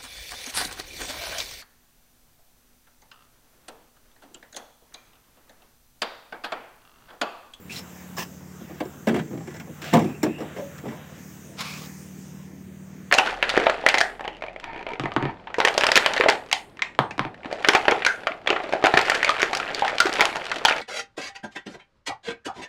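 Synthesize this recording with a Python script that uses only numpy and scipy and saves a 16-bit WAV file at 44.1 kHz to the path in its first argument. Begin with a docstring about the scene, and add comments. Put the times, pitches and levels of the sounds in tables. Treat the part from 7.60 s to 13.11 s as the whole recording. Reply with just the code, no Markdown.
"""A car idles outdoors while a hand gropes for the bonnet latch, knocks it free and lifts the lid.
From the start, harmonic orders of the firing rate hum over filtered noise: rumble, hiss and a thin high band.
From 0.1 s, gritty friction scuffs with ticks and rough whistles; then rattling blows ring the steel lid's modes.
From 2.45 s, a hinge squeaks, then groans, as gliding narrow-band noise; the thin band has gone by 3.4 s.
Late scuffs and light ticks follow at about 4 s; engine and noise continue to the end."""
import sys
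import numpy as np
from scipy import signal
from scipy.fft import rfft, irfft
from scipy.io import wavfile
from scipy.ndimage import uniform_filter1d

SR = 44100
rng = np.random.default_rng(int(sys.argv[2]) if len(sys.argv) > 2 else 0)


def generate_wav(sig):
    """Save sig (samples, or channels by samples) to the path in sys.argv[1] as 16-bit PCM at SR."""
    pcm = np.round(np.clip(np.atleast_2d(sig).T, -1, 1) * 32767).astype(np.int16)
    wavfile.write(sys.argv[1], SR, pcm)


N = 242991  # samples


def undb(db):
    """Decibel scale: the amplitude ratio of a level in dB."""
    return 10 ** (np.asarray(db) / 20)


def unit(x):
    """Normalization: x scaled to an RMS value of one."""
    return x / np.sqrt(np.mean(x ** 2))


def curves(table):
    """Linear interpolation: the columns of a table joined by straight lines in time."""
    s, *columns = np.transpose(table)
    return [np.interp(np.arange(N) / SR, s, column) for column in columns]


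def colour(x, points, lo=0, hi=SR):
    """Linear filtering: multiplies the spectrum of x by (Hz, dB) points, kept from lo to hi in Hz."""
    hz = np.fft.rfftfreq(len(x), 1 / SR) + 1  # the offset avoids log(0)
    point_hz, point_db = np.transpose(points)
    gain = undb(np.interp(np.log(hz), np.log(point_hz), point_db))
    passed = (hz >= lo) * (hz < hi)
    return irfft(rfft(x) * gain * passed, len(x))


def walk(rate, size=N):
    """Slow random modulation: levels held 1 / rate seconds and smoothed twice, with spread near 1."""
    hold = int(SR / rate)
    steps = np.repeat(rng.standard_normal(size // hold + 1), hold)
    smooth = uniform_filter1d(uniform_filter1d(steps, hold), hold)
    return np.sqrt(2) * smooth[:size]


def grit(shape, spread_db):
    """Random excitation: dense tiny impacts of very unequal size."""
    return rng.standard_normal(shape) * undb(spread_db * rng.exponential(size=shape))


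def whistle(hz, width_hz):
    """Narrow-band noise: a random complex envelope modulates a carrier that follows hz."""
    envelope = walk(width_hz, size=len(hz)) + 1j * walk(width_hz, size=len(hz))
    carrier = np.exp(2j * np.pi * np.cumsum(hz) / SR)
    return unit(np.real(envelope * carrier))


# Idling engine. Each row: time in seconds, firing rate in Hz, levels of the 4th and 5th order in dB.
IDLE = [(0, 35.66, -58, -53.5), (.5, 36.14, -56, -43.5), (1, 36.51, -50.5, -45), (1.3, 36.86, -49, -57),
        (2.8, 37.36, -46.5, -51), (3.9, 37.62, -50, -50.5), (4.3, 37.8, -47, -42.5),
        (5.5, 38.18, -52, -46.5)]
# Its other orders. Each row: multiple of the firing rate, level in dB.
ORDERS_DB = [(2, -59.5), (2.4, -56.5), (3, -68), (3.5, -64.5), (6, -56.5), (7, -61), (8, -70)]


def engine():
    """Harmonic synthesis: orders of a slightly unsteady firing rate, each wavering in level."""
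    firing_hz, *moving_db = curves(IDLE)
    phase = 2 * np.pi * np.cumsum(firing_hz * (1 + 0.0028 * walk(4.91))) / SR
    orders = ORDERS_DB + list(enumerate(moving_db, start=4))
    waver_db = 1.3
    return sum(np.sqrt(2) * undb(db + waver_db * walk(6.6)) * np.cos(k * phase) for k, db in orders)


# Noise around the car. Each row: time in seconds, level of the middle in dB, level of the treble in dB.
AIR = [(0, -54.5, -61.5), (.2, -48.5, -55), (.9, -52.5, -57.5), (1.2, -50.5, -57.5), (1.5, -54, -59.5),
       (2.1, -52, -59), (2.4, -46, -54), (2.6, -52.5, -59.5), (2.9, -44.5, -58.5), (3.05, -49.5, -55.5),
       (3.4, -47, -59.5), (3.7, -53.5, -54.5), (3.95, -53.5, -57.5), (4.15, -49, -48.5), (4.35, -53, -53),
       (5.05, -57, -62), (5.51, -55, -60.5)]
# Its spectrum, relative within each region. Each row: frequency in Hz, density in dB per Hz.
AIR_COLOUR = [(24, -50), (40, -25), (68, -25), (106, -14), (189, -7), (410, -17), (526, -25), (693, -27.5),
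              (1230, -31), (1790, -30), (4090, -42), (6420, -31), (11100, -43.5), (14300, -33.5),
              (15800, -35)]
# The frequencies in Hz that part bass, middle, treble and top.
AIR_EDGES = [450, 4000, 10000]
RUMBLE_DB = -48.5  # steady part of the bass
TOP_DB, TOP_SINKS_DB_S = 3, -0.7  # top relative to the treble at the start, and its drift in dB/s
SHAKE_DB, SHAKE_T60_S = -16.5, 1  # the bass swells with the blows and dies away slowly


def air(knocks):
    """Band-filtered noise: four regions of flickering bands; the bass also carries the shaking of the car."""
    keep = undb(-120 / (SHAKE_T60_S * SR))  # per sample, acting on power
    shake_power = signal.lfilter([1 - keep], [1, -keep], knocks ** 2)
    bass_gain = np.sqrt(undb(2 * RUMBLE_DB) + undb(2 * SHAKE_DB) * shake_power)
    middle_db, treble_db = curves(AIR)
    top_db = treble_db + TOP_DB + TOP_SINKS_DB_S * np.arange(N) / SR
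    gains = [bass_gain, undb(middle_db), undb(treble_db), undb(top_db)]
    edges = [20, *AIR_EDGES, SR / 2]
    out = np.zeros(N)
    for gain, lo, hi in zip(gains, edges, edges[1:]):
        band_edges = np.geomspace(lo, hi, 6)
        region = np.zeros(N)
        for low, high in zip(band_edges, band_edges[1:]):
            flicker = undb(1.8 * walk(16))
            region += flicker * colour(rng.standard_normal(N), AIR_COLOUR, low, high)
        out += gain * unit(region)
    return out


THIN_HZ, THIN_WIDTH_HZ, THIN_DB = 7470, 750, -65.5
THIN_ENDS_S = 3.4  # it stops once the lid is up


def thin_hiss():
    """Narrow-band noise: a gently flickering hiss that fades within a tenth of a second."""
    fade = np.clip((THIN_ENDS_S - np.arange(N) / SR) * 10, 0, 1)
    band = whistle(np.full(N, float(THIN_HZ)), THIN_WIDTH_HZ)
    return undb(THIN_DB + 1.9 * walk(9.05)) * fade * band


def stroke(length, rise, db, drift_db_s, release):
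    """Friction envelope: a rubbing stroke rises, drifts in level and lets go exponentially."""
    t = np.arange(int((length + 7 * release) * SR)) / SR
    attack = np.minimum(t / rise, 1) ** 2
    let_go = np.exp(-np.maximum(t - length, 0) / release)
    return undb(db + drift_db_s * t) * attack * let_go


def squeal(out, s, length, rise, db, drift_db_s, start_hz, end_hz, width_hz, release):
    """Superposition: adds one gliding, flickering whistle to the layer."""
    gain = stroke(length, rise, db, drift_db_s, release)
    hz = np.interp(np.arange(len(gain)) / SR, [0, length], [start_hz, end_hz])
    flicker = undb(1.5 * walk(67.5, size=len(hz)))
    tone = gain * flicker * whistle(hz, width_hz)
    return out + np.pad(tone, (int(s * SR), N))[:N]


# Scuffs of fingers and shoes. Each row: start in seconds, length before release in seconds, rise in seconds,
# level in dB, drift in dB/s.
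SCUFFS = [(0.09, 0.105, 0.018, -44, 23), (0.562, 0.069, 0.019, -31, -15), (2.214, .112, .006, -39, 10),
          (3.96, .305, 0.034, -33, -52.5)]
# Relative spectrum of each scuff, one list per scuff. Each row: frequency in Hz, density in dB per Hz.
SCUFF_COLOURS = [
    [(290, -33), (500, -14), (612, -15), (1480, -5), (1780, -17), (1970, -1), (4000, -2.5), (15800, -18)],
    [(290, -31), (500, -5), (817, -7), (1030, -1), (1440, -13), (1760, -1), (2310, -11), (2670, -5),
     (3950, -17), (5420, -8), (11200, -27), (15800, -12.5)],
    [(290, -33), (500, -5), (639, 3.5), (1010, -13), (1140, -5.5), (2670, -3.5), (7350, -19.5),
     (11300, -34), (15800, -27)],
    [(290, -43), (500, -11), (805, -10), (1220, -1.5), (1780, -13), (2310, -7), (2790, -8), (5190, -8),
     (8010, -21.5), (15800, -29)],
]
# Rough whistles where a scuff catches. Each row: start in seconds, length before release in seconds,
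# rise in seconds, level in dB, drift in dB/s, start frequency in Hz, end frequency in Hz.
CATCHES = [(.094, 0.039, 0.0029, -41.5, -15, 2450, 2630), (.156, 0.015, .005, -40.5, 5, 3920, 4050),
           (.172, 0.026, .006, -44, -15, 5000, 5300), (.566, .03, 0.0046, -45, -15, 5250, 5400),
           (2.245, 0.086, 0.011, -49.5, -7, 2670, 2600), (3.98, .03, 0.0076, -39.5, -40, 2150, 2210),
           (4.032, 0.14, 0.013, -39.5, -42, 2300, 2470)]
SCUFF_RELEASE_S, CATCH_WIDTH_HZ = 0.011, 700.


def scuffs():
    """Sliding friction: coloured grit rubs, and whistles roughly where it catches."""
    out = np.zeros(N)
    for (s, *shape), points in zip(SCUFFS, SCUFF_COLOURS):
        gain = stroke(*shape, SCUFF_RELEASE_S)
        rub = unit(colour(grit(len(gain), 2.5), points))
        flicker = undb(1.4 * walk(90.7, size=len(gain)))
        out[int(s * SR):][:len(gain)] += gain * flicker * rub
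    for row in CATCHES:
        out = squeal(out, *row, CATCH_WIDTH_HZ, SCUFF_RELEASE_S)
    return out


# Modes of the steel lid. Each row: frequency in Hz, relative level in dB, decay time t60 in seconds.
PANEL = [(139, -13, 0.19), (170, -1.5, 0.12), (227.9, 2, 0.092), (264.4, -0.5, 0.089), (315.5, 4, 0.062),
         (356.4, -4, 0.12), (432, 7, 0.05), (501.6, 1.5, 0.052), (604.6, -0.5, 0.052), (694.8, -1, 0.079),
         (781, -1.5, 0.057), (877, -5.5, 0.15), (988, -3.5, 0.14), (1096, -2, 0.071), (1462, 9.5, 0.0037),
         (1650, 5.5, 0.008), (1952, 1, 0.054), (2114, -2.5, 0.023), (2600, 2.5, 0.019), (3127, 5.5, 0.049),
         (3210, -8, 0.067), (4240, 10.5, 0.0049), (5360, 14, 0.005), (6980, 10.5, 0.0056),
         (10000, 1, 0.00062), (13100, 6, 0.00087)]


def panel_rings(t):
    """Modal synthesis: each mode is a decaying sine, and radiates poorly below its resonance."""
    rings = []
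    for hz, db, t60 in PANEL:
        ring = undb(db) / np.sqrt(t60) * np.sin(2 * np.pi * hz * t) * undb(-60 * t / t60)
        radiation = signal.butter(3, 0.71 * hz, "high", fs=SR, output="sos")
        rings.append(signal.sosfilt(radiation, ring))
    return np.array(rings)


# Blows and clicks on panel and latch, and ticks within the scuffs. Each row: start in seconds, boom level in dB,
# then clunk, clack and crack levels in dB above the boom, favoured boom and clunk frequencies in Hz,
# base rattle t60 in seconds.
KNOCKS = [(.097, -41, -20, 3, -4, 139, 745, .065), (.122, -38, -5, -3, 7.5, 121, 705, 0.18),
          (.162, -40.5, -3, -8, 10.5, 170, 455, 0.17), (.567, -40, 11, -1, 9, 161, 920, 0.067),
          (.575, -27.5, -8, -14, -9, 180, 774, 0.098), (1.008, -32, -30, -24, -20, 320, 452, 0.035),
          (1.097, -31.5, -1, -15, -27, 331, 567, .065), (1.203, -16.5, -1, -7.5, -21, 350, 580, 0.042),
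          (1.253, -24.5, -26, -26, -18, 331, 452, 0.04), (1.47, -9.5, -4, -7.5, -18.5, 254, 432, .08),
          (1.483, -13, -35, -8, -16, 226, 460, 0.06), (1.504, -16, -6, -24, -38, 234, 490, 0.25),
          (1.541, -16, -23, -5.5, -22, 234, 525, 0.075), (1.561, -16, -7, -10, -20, 221, 620, 0.064),
          (1.589, -24, -4.5, -2, -17, 168, 610, 0.048), (1.706, -24, -16, -46, -31, 222, 495, 0.12),
          (1.73, -23.5, -12, -37, -33, 226, 452, 0.11), (1.773, -30.5, -15, -9, -18, 167, 628, 0.036),
          (1.804, -28.5, -5, -31, -29, 157, 580, 0.045), (1.872, -28.5, -8.5, -7, -13, 360, 540, 0.065),
          (1.905, -41, -0.5, -1, -7, 160, 1170, .08), (1.94, -37, 0.5, 2, -3, 154, 530, 0.12),
          (1.963, -33.5, -16, -6.5, -7, 159, 455, 0.052), (1.998, -32.5, -3.5, 0, -3, 143, 794, .045),
          (2.069, -34.5, -1.5, -25, -29, 166, 440, 0.11), (2.093, -33.5, -10, -24, -25, 345, 533, 0.071),
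          (2.218, -35, -20, 2, 4, 398, 1080, 0.062), (2.241, -37, -16, 4.5, 3, 140, 646, 0.24),
          (2.326, -7.5, -19, -10, -35, 193, 597, 0.087), (2.335, -5.5, -0.5, -13, -11.5, 220, 724, 0.068),
          (2.35, -16.5, 8.5, 0.5, -24, 198, 520, 0.066), (2.368, -7.5, -4, -23, -22, 218, 690, 0.053),
          (2.389, -12.5, -5, -13, -18.5, 209, 457, 0.075), (2.415, -16.5, -16, -16, -21, 250, 530, 0.084),
          (2.443, -16.5, -9, -18, -24, 303, 550, 0.041), (2.488, -25, -14, -14.5, -29, 223, 494, 0.09),
          (2.63, -7.5, -7, -11, -13, 323, 442, 0.065), (2.663, -11.5, -6, -38, -40, 270, 479, 0.044),
          (2.689, -22.5, -29, -35, -39, 290, 511, 0.057), (2.782, -37.5, 9, -2, -6, 304, 501, 0.19),
          (2.803, -23.5, 3.5, -42, -17, 393, 520, 0.15), (2.961, -37.5, 10, 2.5, -6, 167, 531.5, 0.12),
          (2.982, -29, 0, -11, -14, 333, 525, 0.13), (3.181, -37.5, -5, 2, 1, 186, 528, 0.053),
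          (3.235, -26.5, -6, -28, -30, 390, 452, 0.12), (3.254, -24, -1, -24, -28, 141, 475, 0.12),
          (3.279, -28.5, -5.5, -7, -20, 250, 600, 0.19), (3.319, -35, 4, -16, -20, 121, 610, 0.17),
          (4.004, -36, 2.5, 4, 6, 189, 1200, 0.056), (4.17, -44.5, -1, -2, 3, 186, 900, .05),
          (4.259, -41.5, -2, -5, 6, 186, 608, .049)]
# The frequencies in Hz that part the registers boom, clunk, clack and crack.
PANEL_EDGES = [400, 1200, 4000]
# One entry per register: loss in dB per octave away from the favoured frequency.
FAVOUR_DB = np.array([13.5, 13.5, 17.5, 0])
# One entry per register: factor on the decay times; the clack rattles longest.
RATTLE_SHARE = [1.04, 1.06, 1.21, 0.7]
# One entry per register: factor on the rise time.
RISE_SHARE = [1.43, 0.26, 0.7, 0.075]
CLACK_HZ, RISE_S = 1770, 0.002  # favoured clack and base rise time, the same for every row
RATTLE_BEND = 1.43  # above 1: a rattle holds, then stops
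SHUDDER_DB, SHUDDER_T60_S = -23, 0.54  # the loose lid shudders on after each blow; base t60


def blows(spread_db, size=2 ** 14):
    """Modal excitation: each blow or tick is a short rattle of impacts ringing four registers of modes."""
    t = np.arange(size) / SR
    out = np.zeros(N + size)
    hz = np.array([row[0] for row in PANEL])
    modes = rfft(panel_rings(t))
    register = np.digitize(hz, PANEL_EDGES)
    all_impacts = grit((len(KNOCKS), size), spread_db)
    for row, impacts in zip(KNOCKS, all_impacts):
        s, boom_db, *above_db, boom_hz, clunk_hz, rattle_t60 = row
        # the place of a blow favours the modes near it
        near_hz = np.choose(register, [boom_hz, clunk_hz, CLACK_HZ, hz])
        favour = undb(-FAVOUR_DB[register] * np.abs(np.log2(hz / near_hz)))
        for k, db in enumerate([0, *above_db]):
            body = favour[register == k] @ modes[register == k]
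            rattle = undb(-60 * (t / (rattle_t60 * RATTLE_SHARE[k])) ** RATTLE_BEND)
            shudder = undb(SHUDDER_DB - 60 * t / (SHUDDER_T60_S * RATTLE_SHARE[k]))
            rise = 1 - np.exp(-t / (RISE_S * RISE_SHARE[k]))
            push = rise * (rattle + shudder)
            # the product of spectra convolves the impacts with the modes
            ring = irfft(rfft(push * impacts) * body)
            out[int(s * SR):][:size] += undb(boom_db + db) * ring / np.abs(ring).max()
    return out[:N]


# Hinge as the lid swings. Each row: start in seconds, length before release in seconds, rise in seconds,
# level in dB, drift in dB/s, start frequency in Hz, end frequency in Hz, width in Hz.
HINGE = [(2.45, .11, 0.013, -46.5, -60, 2450, 2610, 455), (2.61, .18, 0.014, -48, -8, 2440, 2750, 451),
         (2.965, .16, 0.023, -35.5, -65, 560, 571, 113)]
HINGE_RELEASE_S = 0.035


def hinge():
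    """Dry-pivot friction: gliding narrow-band noise squeaks high twice, then groans low."""
    out = np.zeros(N)
    for row in HINGE:
        out = squeal(out, *row, HINGE_RELEASE_S)
    return out


def scene():
    """Superposition: everything reaches one microphone held over the bonnet."""
    knocks = blows(2.16)
    mix = engine() + air(knocks) + thin_hiss() + scuffs() + knocks + hinge()
    return mix[None]


OVERLOAD, TOP_HZ = .9, 15830  # ceiling of the rounded peaks in full-scale units; upper cutoff in Hz


def record(dry):
    """Saturation and band limiting: the phone rounds the loudest peaks and cuts the deep bass and the top."""
    rounded = OVERLOAD * np.tanh(dry / OVERLOAD)
    bass_cut = signal.butter(3, 62, "high", fs=SR, output="sos")
    top_cut = signal.ellip(10, .2, 80, TOP_HZ, fs=SR, output="sos")
    return signal.sosfilt(top_cut, signal.sosfilt(bass_cut, rounded))


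dry = scene()
out = record(dry)
generate_wav(out)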